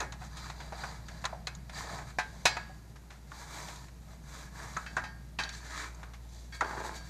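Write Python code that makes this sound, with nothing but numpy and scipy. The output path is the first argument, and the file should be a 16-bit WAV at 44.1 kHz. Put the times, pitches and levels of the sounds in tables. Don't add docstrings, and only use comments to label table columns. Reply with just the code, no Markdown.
import sys
import numpy as np
from scipy import signal
from scipy.io import wavfile

SR = 44100
rng = np.random.default_rng(int(sys.argv[2]) if len(sys.argv) > 2 else 0)


def store_pcm(level_fs):
    pcm = np.round(np.clip(level_fs, -1, 1) * 32767).astype(np.int16)
    wavfile.write(sys.argv[1], SR, np.atleast_2d(pcm).T)


N = 312668
TIME = np.arange(N) / SR

# moment of full speed in seconds, speeding up in seconds,
# slowing down in seconds, friction level in dB (each layer trims it), low scrape and hiss in dB against the friction.
STROKES = [(0.0, 0.028, 0.081, -36, 1, -8.5), (0.26, 0.12, 0.03, -54.5, 3, 5),
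           (0.44, 0.22, 0.16, -47, -5, -2), (0.608, 0.1, 0.22, -54, 4.5, 1),
           (0.82, 0.13, 0.26, -45, -0.5, -1.5), (1.18, 0.31, 0.3, -56.5, 3.5, 1.5),
           (1.795, 0.1, 0.076, -43.5, -8, 3), (1.93, 0.32, 0.17, -45.5, 5.5, -0.5),
           (2.095, 0.065, 0.035, -49, -16, 0), (2.36, 0.38, 0.5, -61, 7, 5.5),
           (3.41, 0.18, 0.091, -50.5, 0.5, 3.5), (3.56, 0.16, 0.29, -46.5, -3, 2),
           (3.711, 0.081, 0.26, -55, 0.5, 5.5), (4.12, 0.087, 0.07, -61.5, 7, 2.5),
           (4.39, 0.23, 0.15, -51.5, -2.5, 3), (4.6, 0.12, 0.23, -46.5, -3, -2),
           (4.72, 0.1, 0.3, -52, -3, 2.5), (4.96, 0.26, 0.19, -61, 10, 5.5),
           (5.539, 0.034, 0.093, -52, -6, 9), (5.721, 0.19, 0.21, -45, -7, 0.5),
           (5.816, 0.16, 0.096, -37.5, -22, -3), (6.02, 0.86, 0.14, -56, -1, -3),
           (6.36, 0.14, 0.2, -73, 11, 19), (6.56, 0.057, 0.025, -53.5, -1, 8.5),
           (6.73, 0.18, 0.44, -45.5, 2, -2.5), (6.855, 0.036, 0.065, -54, 0, 11),
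           (6.965, 0.05, 0.036, -55.5, -16, 13.5), (7.07, 0.065, 0.15, -59.5, -7, 8)]
# friction level in dB, low scrape and hiss in dB against it.
CREEP = (-70.5, 7.7, 6.8)
SPEED_POWER = 2.25
SNAGS_PER_S, SNAG_DB, SNAG_T60_S = 37, 1, 0.021
# frequency in Hz, relative density in dB per Hz.
RUB_COLOUR = [(200, 0.5), (500, -3.5), (750, 4.5), (1100, -4), (1750, 0), (2400, -5.5), (3000, -19.5),
              (3900, -2.5), (4600, -15), (5400, -14), (6400, -5.5), (8000, -14), (10500, -27),
              (14500, -29.5)]
# frequency in Hz, width in Hz, relative level in dB.
GROOVE_MODES = [(860, 98, -7), (973, 39, 3.5), (1265, 26, 4), (1670, 55, 2), (1780, 87, -2),
                (4200, 160, -17), (6140, 160, -9.5)]
# time in seconds, share of the friction from 0 to 1.
EDGE_CONTACT = [(0.1, 0.03), (0.4, 0.69), (2.35, 0.37), (2.5, 0.3)]
# frequency in Hz, width in Hz, relative level in dB.
EDGE_MODES = [(4080, 530, -0.5), (4670, 190, 3)]
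# time in seconds, share of the friction from 0 to 1.
FINGER_GRIP = [(3.25, 0.6), (3.4, 1), (4.7, 1), (4.85, 0.6), (5.5, 0.05), (5.8, 0), (6.6, 0.7)]
# frequency in Hz, relative density in dB per Hz.
FINGER_COLOUR = [(850, 2), (1200, -3.5), (1600, -10), (2800, -34), (6400, -13.5), (11000, -27),
                 (14500, -23.5)]

# start in seconds, level in dB before the layer's trim, thud in dB,
# brightness in dB, t60 of the burst in seconds, free ringing in dB against the level, place where it lands.
KNOCKS = [(0.003, -33, 3, -5, 0.036, 5, "lamp"), (0.122, -41.5, 15, 2.5, 0.11, -23, "lamp"),
          (0.216, -48.5, 15, -4.5, 0.25, 3, "lamp"), (0.368, -60, 26, 24.5, 0.14, -8, "lamp"),
          (0.498, -38, 11.5, 1, 0.08, -15, "lamp"), (0.602, -43, 13, 3, 0.1, -8, "middle"),
          (0.722, -41, 20.5, -3, 0.13, -25, "middle"), (0.783, -44, 8, -11, 0.08, -10, "middle"),
          (0.836, -33.5, 14.5, -7, 0.11, -12, "middle"), (1.084, -40.5, -22, 0, 0.088, -16, "lamp"),
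          (1.117, -62, 34, -16, 0.061, -22, "middle"), (1.24, -30.5, 8, -4.5, 0.13, -11, "middle"),
          (1.252, -29.5, 3.5, -2.5, 0.082, -23, "middle"), (1.327, -43, 27.5, -20, 0.1, -25, "middle"),
          (1.471, -31.5, 6, 4, 0.064, -7, "lamp"), (1.695, -42, 12, 5.5, 0.046, -10, "middle"),
          (1.986, -35, 13.5, -9, 0.053, -8, "middle"), (2.185, -28, 8.5, 1.5, 0.12, 5.5, "middle"),
          (2.4539, -19.5, 11, 9.5, 0.099, -2, "lamp"), (2.567, -26, -0.5, -5.5, 0.048, -2.5, "lamp"),
          (2.958, -49, 5, 0.5, 0.092, -12, "middle"), (3.103, -49.5, 10, 1.5, 0.29, -19, "middle"),
          (3.317, -33, 0, -10.5, 0.037, -21, "middle"), (3.684, -43, 18.5, 3, 0.091, -19, "middle"),
          (3.883, -52, 8, 6, 0.035, -17, "middle"), (4.7655, -24, -6.5, -17.5, 0.08, -7, "lamp"),
          (4.862, -42.5, -12, 0, 0.097, 10, "end"), (4.967, -22, 0.5, -13, 0.11, -2.5, "end"),
          (4.978, -31.5, 9, -9, 0.1, -25, "end"), (5.038, -43, 13, 1, 0.16, 10.5, "end"),
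          (5.388, -34, 8, 5, 0.1, 9, "end"), (5.397, -33.5, 5, -0.5, 0.21, 5.5, "end"),
          (5.437, -42.5, 13.5, 3, 0.2, 3, "end"), (5.492, -43.5, 10, 7.5, 0.087, 0, "end"),
          (6.03, -35, 3.5, -8, 0.058, -15, "end"), (6.135, -51.5, 11, 6, 0.14, -16, "end"),
          (6.524, -50.5, 0, -1, 0.24, 17.5, "graze"), (6.6088, -15.5, -2.5, -17, 0.061, -14, "graze"),
          (6.616, -25, 9.5, -13, 0.1, -28, "middle"), (6.644, -43, 5, -0.5, 0.08, 6.5, "graze"),
          (6.709, -30.5, -8, -21, 0.08, 1, "graze"), (6.773, -32, 1, -23, 0.051, 3.5, "graze"),
          (6.94, -56, -5, 6, 0.1, 13, "graze"), (6.969, -54, -6, 3, 0.073, 12, "graze")]
PLACES = ["lamp", "middle", "end", "graze"]
# frequency in Hz, relative density in dB per Hz.
KNOCK_COLOUR = [(200, -16), (450, -12), (600, -12), (730, -3.5), (1000, 1), (1500, 4.5), (2600, -2.5),
                (2950, -10.5), (3900, -4.5), (4400, -9.5), (6300, -8.5), (7700, -16.5), (10000, -23.5),
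                (14500, -37)]
# frequency in Hz, t60 in seconds, then relative level in dB
RAIL_MODES = [(735, .12, -2, -4, -20, -30), (862, .3, -14, -13, -14, -22), (1010, .15, -6, -3, -13, -20),
              (1276, .13, -7, -6, -6, -18), (1482, .22, -8, -9, -9, -14), (1587, .28, -14, 0, -6, -12),
              (1615, .55, -28, -22, -9, -5), (1665, .52, -7, -18, -13, -20), (1725, .16, -11, 1, -9, -16),
              (1834, .48, -14, -20, -11, -13), (1986, .17, -12, -3, -12, -18),
              (2210, .36, -11, -19, -14, -9), (2374, .13, -8, -6, -10, -20), (2530, .14, -3, -7, -13, -22),
              (2600, .16, -6, -14, -6, -20), (3128, .25, -26, -22, -16, -26),
              (3321, .25, -24, -24, -21, -13), (3868, .2, -16, -15, -15, -24),
              (3988, .22, -14, -24, -20, -24), (4145, .24, -11, -19, -21, -26),
              (4565, .55, -29, -33, -17, -10), (4657, .65, -20.5, -36, -23, -21),
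              (4943, .28, -15, -26, -16, -21), (5615, .38, -24, -35, -22, -18),
              (6250, .16, -13, -22, -20, -24), (7484, .3, -21, -31, -30, -30)]
NEIGHBOUR_SPREAD, NEIGHBOUR_DB, NEIGHBOUR_T60 = 0.0503, -17, 0.98
# start in seconds, pitch in Hz, level in dB, t60 in seconds.
TOCKS = [(.724, 633, -38, 0.081), (1.252, 1037, -29.5, 0.073), (2.456, 2485, -24, 0.098),
         (2.57, 930, -32, 0.052), (2.696, 758, -44.5, 0.1), (4.769, 1298, -29.5, 0.09),
         (4.968, 1437, -24, 0.058), (5.388, 2590, -34, 0.19)]
TOCK_LOWER_RATIO, TOCK_LOWER_DB = .77, -8
# start in seconds, then lower and upper mode drive level in dB.
CLIP_SNAPS = [(.004, -33.5, -34), (0.122, -41, -43), (0.501, -42, -61), (1.084, -47, -46.5),
              (1.253, -27.5, -29.5), (1.4703, -30.5, -39), (1.55, -47.5, -42.5), (4.7678, -42, -35.5),
              (4.9665, -39.5, -37), (5.387, -36, -50), (5.436, -31, -40), (5.491, -34, -42),
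              (5.947, -60, -47), (6.608, -40, -36)]
# frequency in Hz, width of the first filter pass in Hz.
CLIP_MODES = [(3950, 810), (6550, 750)]

# time in seconds, level in dB.
DRAG = [(6.61, -39), (6.63, -36), (6.7, -44.5), (6.79, -44.5), (6.9, -42.5), (6.98, -58)]
# frequency in Hz, width in Hz, relative level in dB.
TABLE_MODES = [(370, 90, 5.5), (670, 74, 3), (863, 44, 10.5), (1036, 56, 6), (1290, 140, 0),
               (1770, 540, -4)]
# frequency in Hz, relative density in dB per Hz.
BOOM_COLOUR = [(80, -19), (120, 3.5), (160, 4), (200, -2.5)]

# time in seconds, hum level in dB, rumble level in dB before its trim.
ROOM_SWELL = [(0.0, -47, -54), (2.43, -49.5, -53.5), (3.08, -52.5, -59), (4.93, -49, -53.5),
              (5.98, -47, -60), (7.09, -48, -56.5)]
# frequency in Hz, relative density in dB per Hz.
RUMBLE_COLOUR = [(25, -20), (38, -4), (55, -9), (80, -7), (100, -8), (130, 1.5), (170, 0), (220, -13.5),
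                 (300, -37), (450, -30)]
# frequency in Hz, relative density in dB per Hz.
AIR_COLOUR = [(150, -30), (250, -1), (533, -9), (1980, -17), (2160, -8.5), (3130, -33), (6560, -17.5),
              (8740, -29), (13100, -22), (14000, -33)]
HUM_HZ, OVERTONE_DB, AIR_DB = 59, -13.5, -62.5
ROOM_T60_S, CUTOFF_HZ = 0.54, 14000


def from_db(db):
    return 10 ** (np.asarray(db) / 20)


def rms_one(x):
    return x / np.sqrt(np.mean(x ** 2) + 1e-20)


def in_time(rows):
    s, *columns = np.transpose(rows)
    return [np.interp(TIME, s, column) for column in columns]


def at_hz(points, hz):
    points = np.array(points)
    return np.interp(np.log(hz), np.log(points[:, 0]), points[:, 1])


def dying(t, t60):
    return np.exp(-np.log(1000) * t / t60)


def drift(rate_hz, size=N):
    r = np.exp(-2 * np.pi * rate_hz / SR)
    noise = rng.standard_normal(size + SR // 4)
    return rms_one(signal.lfilter([1], [1, -2 * r, r * r], noise)[-size:])


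def bands(colour, count):
    edges = np.geomspace(colour[0][0], min(colour[-1][0], SR / 2 - 1), count + 1)
    centres = np.sqrt(edges[1:] * edges[:-1])
    power = from_db(at_hz(colour, centres)) ** 2 * np.diff(edges)
    white = rng.standard_normal((2, N))
    for k, hz in enumerate(centres):
        bandpass = signal.butter(2, edges[k:k + 2], "band", fs=SR, output="sos")
        band = signal.sosfilt(bandpass, white[k % 2])
        yield hz, rms_one(band) * np.sqrt(power[k] / power.sum())


def coloured_noise(colour, count):
    return sum(band for _, band in bands(colour, count))


def contact_db(hz, low_db, high_db):
    hollow = at_hz([(200, .3), (400, .5), (680, 1), (1250, 0)], hz)
    hard = at_hz([(1450, 0), (3100, 1)], hz)
    return low_db * hollow + high_db * hard


def resonance(drive, hz, width_hz):
    r = np.exp(-np.pi * width_hz / SR)
    zeros = np.array([1, 0, -1]) * (1 - r * r) / 2
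    poles = [1, -2 * r * np.cos(2 * np.pi * hz / SR), r * r]
    return signal.lfilter(zeros, poles, drive + 1e-18)


def ring(drive, hz, t60):
    r, w = dying(1 / SR, t60), 2 * np.pi * hz / SR
    return signal.lfilter([0, np.sin(w)], [1, -2 * r * np.cos(w), r * r], drive + 1e-18)


def clicks(times, sizes):
    out = np.zeros(N)
    out[np.clip(np.round(times * SR), 0, N - 1).astype(int)] = sizes
    return out


def slips(per_s, spread_db):
    excess = np.minimum(rng.exponential(1, N), 4)
    sizes = from_db(spread_db * excess) * rng.choice([-1, 1], N)
    return rms_one(sizes * (rng.random(N) < per_s / SR))


def snags():
    caught = (rng.random(N) < SNAGS_PER_S / SR) * rng.exponential(1, N) * from_db(SNAG_DB) ** 2
    gain = 1 + signal.lfilter([1], [1, -dying(1 / SR, SNAG_T60_S) ** 2], caught + 1e-18)
    return gain / gain.mean()


def friction():
    def three_gains(level_db, scrape_db, hiss_db):
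        return from_db([[level_db], [level_db + scrape_db], [level_db + hiss_db]])

    power = three_gains(*CREEP) ** 2 * np.ones(N)
    for peak_s, rise_s, fall_s, *levels_db in STROKES:
        progress = np.interp(TIME, [peak_s - rise_s, peak_s, peak_s + fall_s], [0, 1, 0])
        moving = progress > 0
        speed = np.sin(np.pi / 2 * progress[moving])
        power[:, moving] += (three_gains(*levels_db) * speed ** SPEED_POWER) ** 2
    middle_db, low_db, high_db = 10 * np.log10(power * snags())
    return middle_db, low_db - middle_db, high_db - middle_db


def sliding_cable(rubbing, level_db, grain_db, grain_hz, judder_db, judder_hz, patchy_db,
                  ring_db, body_db, body_t60):
    friction_db, scrape_db, hiss_db = rubbing
    grip = rms_one(from_db(grain_db * drift(grain_hz) + judder_db * drift(judder_hz)))
    rub = np.zeros(N)
    for hz, band in bands(RUB_COLOUR, count=26):
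        shifting_db = patchy_db * drift(judder_hz) if hz < 2700 else 0
        rub += band * from_db(contact_db(hz, scrape_db, hiss_db) + shifting_db)
    rub *= grip * from_db(friction_db + level_db)
    singing = np.zeros(N)
    for k, (hz, t60, *place_db) in enumerate(RAIL_MODES):
        width_hz = np.log(1000) / (np.pi * t60)
        singing += (-1) ** k * from_db(np.mean(place_db)) * resonance(rub, hz, width_hz)
    echoes = rng.standard_normal(SR // 5) * dying(TIME[:SR // 5], body_t60)
    body = signal.fftconvolve(rub, echoes / np.linalg.norm(echoes))[:N]
    return rub + from_db(body_db) * body + from_db(ring_db) * singing


def groove_scrape(rubbing, level_db, slips_per_s, spread_db, wander_db, wander_hz):
    friction_db, scrape_db, hiss_db = rubbing
    drive = slips(slips_per_s, spread_db) * from_db(friction_db + level_db)
    out = np.zeros(N)
    for k, (hz, width_hz, db) in enumerate(GROOVE_MODES):
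        mode_db = db + contact_db(hz, scrape_db, hiss_db) + wander_db * drift(wander_hz)
        out += (-1) ** k * resonance(drive * from_db(mode_db), hz, width_hz)
    return out


def grit(rubbing, level_db, ticks_per_s, spread_db, scatter_db, width_hz):
    friction_db, _, _ = rubbing
    drive = slips(ticks_per_s, spread_db) * from_db(friction_db + level_db)
    out = np.zeros(N)
    for k, (hz, _, db) in enumerate(GROOVE_MODES):
        tick_db = db + scatter_db * rng.standard_normal(N)
        out += (-1) ** k * resonance(drive * from_db(tick_db), hz, width_hz)
    return out


def edge_rasp(rubbing, level_db, slips_per_s, spread_db):
    friction_db, _, hiss_db = rubbing
    share, = in_time(EDGE_CONTACT)
    drive = slips(slips_per_s, spread_db)
    metal = np.zeros(N)
    for hz, width_hz, db in EDGE_MODES:
        metal += from_db(db) * resonance(resonance(drive, hz, width_hz), hz, 2 * width_hz)
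    return share * from_db(friction_db + hiss_db + level_db) * rms_one(metal)


def finger_slide(rubbing, level_db):
    friction_db, _, hiss_db = rubbing
    share, = in_time(FINGER_GRIP)
    swish = sum(band * from_db(contact_db(hz, 0, hiss_db)) for hz, band in bands(FINGER_COLOUR, count=16))
    return share * from_db(friction_db + level_db) * swish


def clatter(level_db, rise_s, chatter_db, chatter_hz, tail_db, tail_fall_db):
    t = TIME[:SR * 3 // 5]
    blows = []
    for _, _, _, _, t60, *_ in KNOCKS:
        chatter = rms_one(from_db(chatter_db * drift(chatter_hz, size=len(t))))
        blows.append(((1 - np.exp(-t / rise_s)) * dying(t, t60) * chatter) ** 2)
    tail = ((1 - np.exp(-t / 0.0046)) * dying(t, ROOM_T60_S)) ** 2
    out = np.zeros(N)
    for hz, band in bands(KNOCK_COLOUR, count=30):
        power = np.zeros(N + len(t))
        wet = from_db(tail_db - tail_fall_db * np.log2(hz / 1000)) ** 2
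        for (start_s, db, thud_db, bright_db, *_), blow in zip(KNOCKS, blows):
            start = round(start_s * SR)
            strength = from_db(db + contact_db(hz, thud_db, bright_db)) ** 2
            power[start:start + len(t)] += strength * (blow + wet * tail)
        out += band * np.sqrt(power[:N])
    return from_db(level_db) * out


def rail_ring(level_db, scatter_db, count):
    *columns, places = zip(*KNOCKS)
    start_s, db, thud_db, bright_db, _, ring_db = np.array(columns)
    spot = [PLACES.index(place) for place in places]
    out = np.zeros(N)
    for hz, mode_t60, *place_db in RAIL_MODES:
        strike_db = db + ring_db + np.array(place_db)[spot] + contact_db(hz, thud_db, bright_db)
        partials = [(hz, 0, mode_t60)]
        for offset in rng.uniform(-1.004, 1, count):
            partials.append((hz * (1 + NEIGHBOUR_SPREAD * offset), NEIGHBOUR_DB, NEIGHBOUR_T60 * mode_t60))
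        for partial_hz, partial_db, partial_t60 in partials:
            travel_s = rng.uniform(0, 0.001977, len(start_s))
            scatter = scatter_db * rng.standard_normal(len(start_s))
            strength = from_db(strike_db + partial_db + scatter)
            out += ring(clicks(start_s + travel_s, strength), partial_hz, partial_t60)
    return from_db(level_db) * out


def tocks():
    t = TIME[:SR // 5]
    out = np.zeros(N + len(t))
    for start_s, hz, db, t60 in TOCKS:
        phase, start = 2 * np.pi * hz * t, round(start_s * SR)
        tock = np.sin(phase) + from_db(TOCK_LOWER_DB) * np.sin(TOCK_LOWER_RATIO * phase)
        out[start:start + len(t)] += from_db(db) * dying(t, t60) * tock
    return out[:N]


def clip_snaps(t60):
    t = TIME[:SR // 10]
    out = np.zeros(N)
    for k, (hz, width_hz) in enumerate(CLIP_MODES):
        rattle = np.zeros(N + len(t))
        for start_s, *levels_db in CLIP_SNAPS:
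            start = round(start_s * SR)
            grains = rms_one(resonance(rng.standard_normal(len(t)), hz, width_hz))
            rattle[start:start + len(t)] += from_db(levels_db[k]) * grains * dying(t, t60)
        out += resonance(rattle[:N], hz, 2 * width_hz)
    return out


def table_drag(slips_per_s, spread_db):
    drag_db, = in_time(DRAG)
    touching = (TIME > DRAG[0][0]) & (TIME < DRAG[-1][0])
    drive = slips(slips_per_s, spread_db)
    wood = np.zeros(N)
    for k, (hz, width_hz, db) in enumerate(TABLE_MODES):
        wood += (-1) ** k * from_db(db) * resonance(drive, hz, width_hz)
    damping = signal.butter(2, 2600, fs=SR, output="sos")
    return from_db(drag_db) * touching * rms_one(signal.sosfilt(damping, wood))


def table_boom(rubbing, rub_db):
    friction_db, scrape_db, _ = rubbing
    return from_db(friction_db + scrape_db + rub_db) * coloured_noise(BOOM_COLOUR, count=5)


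def room_tone(rumble_trim_db, waver_hz):
    hum_db, rumble_db = in_time(ROOM_SWELL)
    phase = 2 * np.pi * np.cumsum(HUM_HZ + waver_hz * drift(1.14)) / SR
    tone = np.sin(phase) + from_db(OVERTONE_DB) * np.sin(2 * phase)
    hum = np.sqrt(2) * from_db(hum_db) * tone
    rumble = from_db(rumble_db + rumble_trim_db) * coloured_noise(RUMBLE_COLOUR, count=12)
    air = from_db(AIR_DB) * coloured_noise(AIR_COLOUR, count=12)
    return hum + rumble + air


def scene():
    rubbing = friction()
    cable = sliding_cable(rubbing, level_db=-4.0, grain_db=0.1, grain_hz=410, judder_db=1.57, judder_hz=35.7,
                          patchy_db=1.2, ring_db=6, body_db=0.0, body_t60=0.27)
    cable += groove_scrape(rubbing, level_db=9.5, slips_per_s=400, spread_db=3.5, wander_db=3.5, wander_hz=4.6)
    cable += grit(rubbing, level_db=1, ticks_per_s=110, spread_db=3.5, scatter_db=3, width_hz=300)
    cable += edge_rasp(rubbing, level_db=-2.5, slips_per_s=2300, spread_db=4.0)
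    fingers = finger_slide(rubbing, level_db=-5)
    knocks = clatter(level_db=-1.0, rise_s=0.001, chatter_db=1.0, chatter_hz=215, tail_db=-16.5, tail_fall_db=3.5)
    knocks += rail_ring(level_db=-9.0, scatter_db=1.0, count=3)
    fittings = tocks() + clip_snaps(t60=0.032)
    table = table_drag(slips_per_s=110, spread_db=0.5) + table_boom(rubbing, rub_db=-14.0)
    room = room_tone(rumble_trim_db=3.0, waver_hz=0.38)
    return (cable + fingers + knocks + fittings + table + room)[None]


def record(dry):
    return signal.sosfilt(signal.ellip(10, .2, 80, CUTOFF_HZ, fs=SR, output="sos"), dry)


dry = scene()
out = record(dry)
store_pcm(out)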